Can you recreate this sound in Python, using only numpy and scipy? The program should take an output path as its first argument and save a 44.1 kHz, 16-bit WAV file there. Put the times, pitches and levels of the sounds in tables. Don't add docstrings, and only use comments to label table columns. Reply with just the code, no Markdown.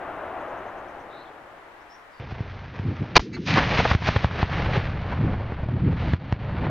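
import sys
import numpy as np
from scipy import signal
from scipy.fft import rfft, irfft
from scipy.io import wavfile
from scipy.ndimage import uniform_filter1d

SR = 44100
rng = np.random.default_rng(int(sys.argv[2]) if len(sys.argv) > 2 else 0)


def store_wav(level_fs):
    pcm = np.round(np.clip(np.atleast_2d(level_fs), -1, 1) * 32767)
    wavfile.write(sys.argv[1], SR, pcm.T.astype(np.int16))


N = 295470
TIME = np.arange(N) / SR
RUSH_S, SHOT_S = 2.196, 3.1675


def amp(db):
    return 10 ** (np.asarray(db) / 20)


def unit(x):
    return x / np.sqrt(np.mean(x ** 2) + 1e-20)


def spectrum_db(colour, hz):
    points_hz, db = np.transpose(colour)
    return np.interp(np.log(hz + 1), np.log(points_hz + 1), db)


def curves(rows):
    time_s, *columns = np.transpose(rows)
    return [np.interp(TIME, time_s, column) for column in columns]


def bell(middle_s, half_s):
    return np.exp(-np.minimum(((TIME - middle_s) / half_s) ** 2, 50))


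def add(mix, start_s, sound):
    part = mix[round(start_s * SR):][:len(sound)]
    part += sound[:len(part)]


def lowpass(x, hz):
    taps = signal.firwin(255, hz, window=("kaiser", 8), fs=SR)
    return np.apply_along_axis(signal.oaconvolve, -1, x, taps, "same")


def noise(colour, size=N):
    gain = amp(spectrum_db(colour, np.fft.rfftfreq(size, 1 / SR)))
    return unit(irfft(rfft(rng.standard_normal(size)) * gain, size))


def wander(rate_hz):
    gain = np.exp(-(np.fft.rfftfreq(N, 1 / SR) / rate_hz) ** 2)
    return unit(irfft(rfft(rng.standard_normal(N)) * gain, N))


def tilted(drive, colour, tilt, band_hz, size):
    frames = dict(fs=SR, nperseg=size, noverlap=size * 3 // 4)
    hz, t, spectra = signal.stft(drive, **frames)
    low_hz, high_hz = band_hz
    octaves = np.log2(np.maximum(hz, low_hz / 2) / low_hz)
    gain = amp(spectrum_db(colour, hz)[:, None] + octaves[:, None] * np.interp(t, TIME, tilt))
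    gain /= np.sqrt((gain[(hz > low_hz) & (hz < high_hz)] ** 2).sum(0) / len(hz))
    return signal.istft(spectra * gain, **frames)[1][:N]


def thump(hz, t, length_cycles=0.99, slowing=0.73, rise_cycles=0.029):
    cycles = (hz * t) ** slowing
    envelope = np.exp(-(cycles / length_cycles) ** 2) * (1 - np.exp(-cycles / rise_cycles))
    return np.sin(2 * np.pi * cycles) * envelope


# frequency_hz, level_db
AIR_COLOUR = [(20, -7), (80, -12), (210, -16.5), (360, -16.5), (850, -3.5), (1900, -6.5), (2500, -14.5),
              (5000, -29.5), (8000, -35.5), (15500, -41)]


def meadow_air(gain_db=-56.5):
    centre = noise(AIR_COLOUR)
    sides = np.array([noise(AIR_COLOUR), noise(AIR_COLOUR)])
    return amp(gain_db) * (centre + 2 * sides)


# start_s, length_s, first_pitch_hz, last_pitch_hz, level_db
BIRD_WHISTLES = [(1.075, .185, 3600, 4200, -61), (1.245, .05, 3500, 3450, -65), (1.8, .04, 5200, 6000, -76),
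                 (1.885, .09, 5200, 5840, -64), (2.104, .11, 4950, 4550, -70)]


def birds(blur_hz=160, smear_cycles=7, echo_s=0.041, echo_db=-3):
    chirps = []
    for k in range(7):
        pitch_hz = 5950 - 75 * k
        chirps.append((.39 + .08 * k + .0033 * k ** 2, .04, pitch_hz, pitch_hz + 900, -77 + .5 * k))
    calls = np.zeros(N)
    for start_s, length_s, first_pitch_hz, last_pitch_hz, level_db in chirps + BIRD_WHISTLES:
        n = int(length_s * SR)
        phase = 2 * np.pi * np.cumsum(np.linspace(first_pitch_hz, last_pitch_hz, n)) / SR
        width_hz = blur_hz + smear_cycles / length_s
        rolloff = 1 + (np.fft.rfftfreq(n, 1 / SR) / width_hz) ** 2
        blur = irfft(rfft(rng.standard_normal((2, n))) / rolloff, n)
        whistle = blur[0] * np.cos(phase) + blur[1] * np.sin(phase)
        add(calls, start_s, amp(level_db) * unit(whistle * signal.windows.tukey(n, .6)))
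    t = TIME[:SR // 4]
    wood = rng.standard_normal(len(t)) * np.exp(-t / echo_s)
    return calls + amp(echo_db) * signal.fftconvolve(calls, wood / np.linalg.norm(wood))[:N]


# frequency_hz, level_db
ECHO_COLOUR = [(25, -13), (70, -9.5), (220, -12.5), (340, -1), (430, -4.5), (680, 2.5), (950, -2.5),
               (1400, -6), (2000, -15), (3000, -25.5), (3800, -35.5), (4700, -50), (7500, -56),
               (15500, -50)]


def hillside_echo(level_db=-35, hold_s=0.52, fade_db_per_s=13, side_db=-19, darkening=.7):
    envelope = amp(level_db - fade_db_per_s * np.maximum(TIME - hold_s, 0))
    tilt = darkening * (hold_s - TIME)
    mid, side = (tilted(white, ECHO_COLOUR, tilt, band_hz=(300, 1500), size=1024)
                 for white in rng.standard_normal((2, N)))
    return envelope * np.array([mid + amp(side_db) * side, mid - amp(side_db) * side])


# time_s, level_db, tilt_db_per_octave
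WIND = [(2.2, -39, -2), (2.52, -36.5, -5), (2.7, -40, -3), (3.08, -37, 3.5), (3.22, -36, 9.5),
        (3.44, -35, 8.5), (3.52, -27, 1.5), (3.7, -26, -3.5), (4.35, -30.5, -1.5), (4.7, -24, -4),
        (5.05, -30, -4), (5.32, -24.5, -5), (5.5, -32, -5.5), (6.1, -23.5, -2), (6.22, -36, -1),
        (6.48, -29, -3.5), (6.7, -24.5, 0)]
# frequency_hz, level_db
WIND_COLOUR = [(18, -19), (35, -13.5), (55, -4.5), (85, 3.5), (125, 2.5), (175, -2.5), (240, -7),
               (330, -13), (480, -28.5), (900, -80)]
# middle_s, level_db, half_length_s
WIND_GUSTS = [(2.88, -23, 0.051), (3.019, -22.5, 0.021), (3.393, -28.5, .02), (3.548, -22, 0.058),
              (3.81, -26, .025), (5.238, -21, 0.062), (5.742, -22.5, .04), (5.867, -18.5, .055)]


def wind_rumble(dip_db, gust_tilt=3.8, steadiness=0.92):
    level_db, wind_tilt = curves(WIND)
    wind_power = amp(level_db) ** 2
    gust_power = sum((amp(db) * bell(middle_s, half_s)) ** 2 for middle_s, db, half_s in WIND_GUSTS)
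    power = wind_power + gust_power
    tilt = (wind_power * wind_tilt + gust_power * gust_tilt) / power
    eddies = tilted(rng.standard_normal(N), WIND_COLOUR, tilt, band_hz=(30, 350), size=2048)
    eddies = lowpass(eddies, hz=1200)
    eddy_power = uniform_filter1d(abs(signal.hilbert(eddies)) ** 2 / 2, size=1800)
    eddies /= (eddy_power + 1e-6) ** (steadiness / 2)
    return eddies * np.sqrt(power) * amp(-dip_db)


# time_s, level_db, tilt_db_per_octave
ROLLING_ROAR = [(3.29, -59, 1), (3.455, -52, 8.5), (3.474, -27.5, 4.5), (3.585, -24, 0), (3.68, -31.5, 1),
                (3.8, -24.8, 1), (3.83, -30, 2.8), (4.0, -39, 2), (4.07, -30.5, 2.5), (4.3, -39, 0),
                (4.57, -32.5, -0.7), (4.68, -35.5, -0.7), (4.77, -33, -0.7), (4.95, -42.5, -1.8),
                (5.13, -39.5, -2.8), (5.5, -45.5, -3.5), (5.92, -47, -3), (5.99, -38.5, -.4),
                (6.12, -42, 0), (6.2, -50, -0.8), (6.7, -38, -4)]
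# frequency_hz, level_db
ROAR_SPECTRUM = [(120, -7), (300, -2), (400, 1.7), (520, 2.5), (800, 2.5), (1100, 0), (1600, 0), (2300, -2),
                 (3200, -8), (4200, -13), (5200, -18), (6200, -24.5), (7200, -40.5)]


def roar(surge_db, rush_db=-47, rush_tilt=-1.2, fronts_per_s=500, treble_loss_db_per_s=1.6):
    level_db, tilt = np.where(TIME < SHOT_S, [[rush_db], [rush_tilt]], curves(ROLLING_ROAR))
    fronts = rng.standard_normal(N) * (rng.random(N) < fronts_per_s / SR)
    drive = unit(rng.standard_normal(N) + amp(-6) * unit(fronts))
    rush = tilted(drive, ROAR_SPECTRUM, tilt, band_hz=(1000, 3000), size=512)
    body = lowpass(rush, hz=950)
    treble = rush - lowpass(rush, hz=4800)
    middle = rush - body - treble
    lumps_db = 2.3 * wander(rate_hz=35)
    flutter_db = 1.16 * wander(rate_hz=45)
    loss_db = treble_loss_db_per_s * np.maximum(TIME - SHOT_S, 0)
    rush = body * amp(lumps_db) + middle + treble * amp(-loss_db)
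    return rush * amp(level_db + surge_db + flutter_db)


# start_s, crack_db, crack_pitch_hz, scatter_s, thump_db # The first is a faint
POPS_AND_THUMPS = [(2.199, -38, 1500, .0009, -29), (2.323, -54, 200, .002, -21),
                   (2.406, -37, 150, .001, -16), (2.796, -50, 200, .002, -18),
                   (3.015, -34.5, 260, 0.0081, -22.5), (3.194, -26.5, 890, .005, -34),
                   (3.366, -38.5, 1000, .008, -34), (3.56, -20, 1300, .0024, -30),
                   (3.573, -13.5, 850, .0039, -30), (3.588, -17.5, 1300, .004, -28.5),
                   (3.79, -22.5, 800, .0083, -16), (3.851, -13.5, 580, .0049, -27),
                   (3.913, -15, 915, .0045, -8.5), (3.950, -17.5, 1410, .00037, -7.5),
                   (4.021, -29, 900, 0.0035, -21.5), (4.074, -24, 1210, .004, -36),
                   (4.088, -17.5, 780, .004, -10.5), (4.162, -15.5, 760, .0021, -9),
                   (4.245, -11.5, 900, .00077, -7), (4.311, -29, 900, .003, -25),
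                   (4.4287, -14.5, 880, .0012, -6.5), (4.663, -24, 780, 0.0023, -19),
                   (4.776, -30, 600, .004, -11.5), (5.12, -28, 750, .011, -36),
                   (5.337, -30.5, 635, 0.0047, -24.5), (5.521, -32, 650, .0045, -19),
                   (5.632, -34, 520, .005, -18), (5.687, -32.5, 600, .0031, -17),
                   (5.929, -29, 280, .005, -13), (6.135, -25, 1250, .002, -7.5),
                   (6.325, -21, 1100, .0011, -10), (6.667, -27.5, 550, 0.0055, -21)]


def pops(damping=0.3, scatter_db=-14, lowest_hz=46):
    out, t = np.zeros(N), TIME[:SR // 12]
    for start_s, crack_db, crack_pitch_hz, scatter_s, thump_db in POPS_AND_THUMPS:
        phase = 2 * np.pi * crack_pitch_hz * t
        pulse = (np.cos(phase) - damping * np.sin(phase)) * np.exp(-damping * phase)
        top_hz = min(3.4 * crack_pitch_hz, 3500)
        pulse = signal.sosfilt(signal.butter(3, top_hz, fs=SR, output="sos"), pulse)
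        copies = amp(scatter_db) * rng.standard_normal(len(t)) * np.exp(-(t / (2 * scatter_s)) ** 2)
        copies[0] = 1
        crack = signal.fftconvolve(copies, pulse)[:len(t)]
        crack *= np.sqrt((scatter_s + 0.00015) * SR / np.sum(crack ** 2))
        thump_hz = 92.4 - 1.67 * thump_db
        add(out, start_s, amp(thump_db) * thump(thump_hz, t) - amp(crack_db) * crack)
    return signal.sosfilt(signal.butter(2, lowest_hz, "high", fs=SR, output="sos"), out)


def swell_and_sag(swell_db=14, rise_s=.032, fall_s=.007, sag_db=11.5, sag_delay_s=.048):
    swell, sag = np.zeros((2, N))
    for start_s, *_, thump_db in POPS_AND_THUMPS:
        away = np.maximum((start_s - TIME) / rise_s, (TIME - start_s) / fall_s)
        swell += amp(thump_db) * np.exp(-np.minimum(away, 20))
        sag += amp(thump_db) * bell(start_s + sag_delay_s, half_s=.024)
    return swell_db * swell, sag_db * sag


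# pitch_hz, level_db
IRON_MODES = [(1794, -7), (2066, 0), (2254, 1.5), (2578, -8.5), (4059, -7), (4344, -7), (4529, -6),
              (6350, -15.5)]


def recoil_clink(level_db=-36, t60_s=.05):
    t = TIME[:SR // 4]
    ring = sum(amp(db) * np.sin(2 * np.pi * pitch_hz * t) for pitch_hz, db in IRON_MODES)
    ring *= amp(-60 * t / t60_s)
    rattle = rng.standard_normal(N) * bell(middle_s=3.345, half_s=.014)
    return amp(level_db) * signal.oaconvolve(rattle, ring / np.linalg.norm(ring))[:N]


def afterblast(start_s=3.194, hiss_db=-42.5, hiss_decay_s=0.038, hiss_tilt=10.5, push_db=-20.5):
    out, t = np.zeros(N), TIME[:SR // 2]
    tilt = np.full(N, hiss_tilt)
    gas = tilted(rng.standard_normal(N), ROAR_SPECTRUM, tilt, band_hz=(1000, 3000), size=512)
    hiss = amp(hiss_db) * gas[:len(t)] * np.exp(-t / hiss_decay_s)
    push = amp(push_db) * thump(hz=62, t=t)
    add(out, start_s, hiss + push)
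    return out


# frequency_hz, level_db
BLAST_COLOUR = [(90, -1.5), (150, -4.5), (450, 0.5), (560, -3.5), (800, 1), (1200, -3.5), (1750, -2.5),
                (2500, -2.5), (3300, -6.5), (5000, -9), (6200, -18.5), (7400, -35)]


def muzzle_blast(half_s=0.014, drop_db=18):
    out, n = np.zeros(N), int(2 * half_s * SR)
    from_peak = abs(np.linspace(-1, 1, n))
    envelope = amp(-drop_db * from_peak ** 0.65) * signal.windows.tukey(n, .2)
    add(out, SHOT_S - half_s, noise(BLAST_COLOUR, size=n) * envelope)
    return out


def scene(lean_db=1.55, overload=0.94, dull_hz=7400):
    left, right = (meadow_air() + hillside_echo() + birds()) * amp([[lean_db], [-lean_db]])
    meadow = np.array([left, np.roll(right, 1)])
    swell_db, sag_db = swell_and_sag()
    near = roar(surge_db=swell_db - sag_db) + wind_rumble(dip_db=1.3 * sag_db)
    near += muzzle_blast() + pops() + afterblast() + recoil_clink()
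    near = lowpass(np.clip(near, -overload, overload), dull_hz)
    takeover = np.clip((TIME - RUSH_S) / .004, 0, 1)
    return meadow * (1 - takeover) + near * takeover


def record(dry):
    return lowpass(np.clip(dry, -1, 1), hz=15700)


dry = scene()
out = record(dry)
store_wav(out)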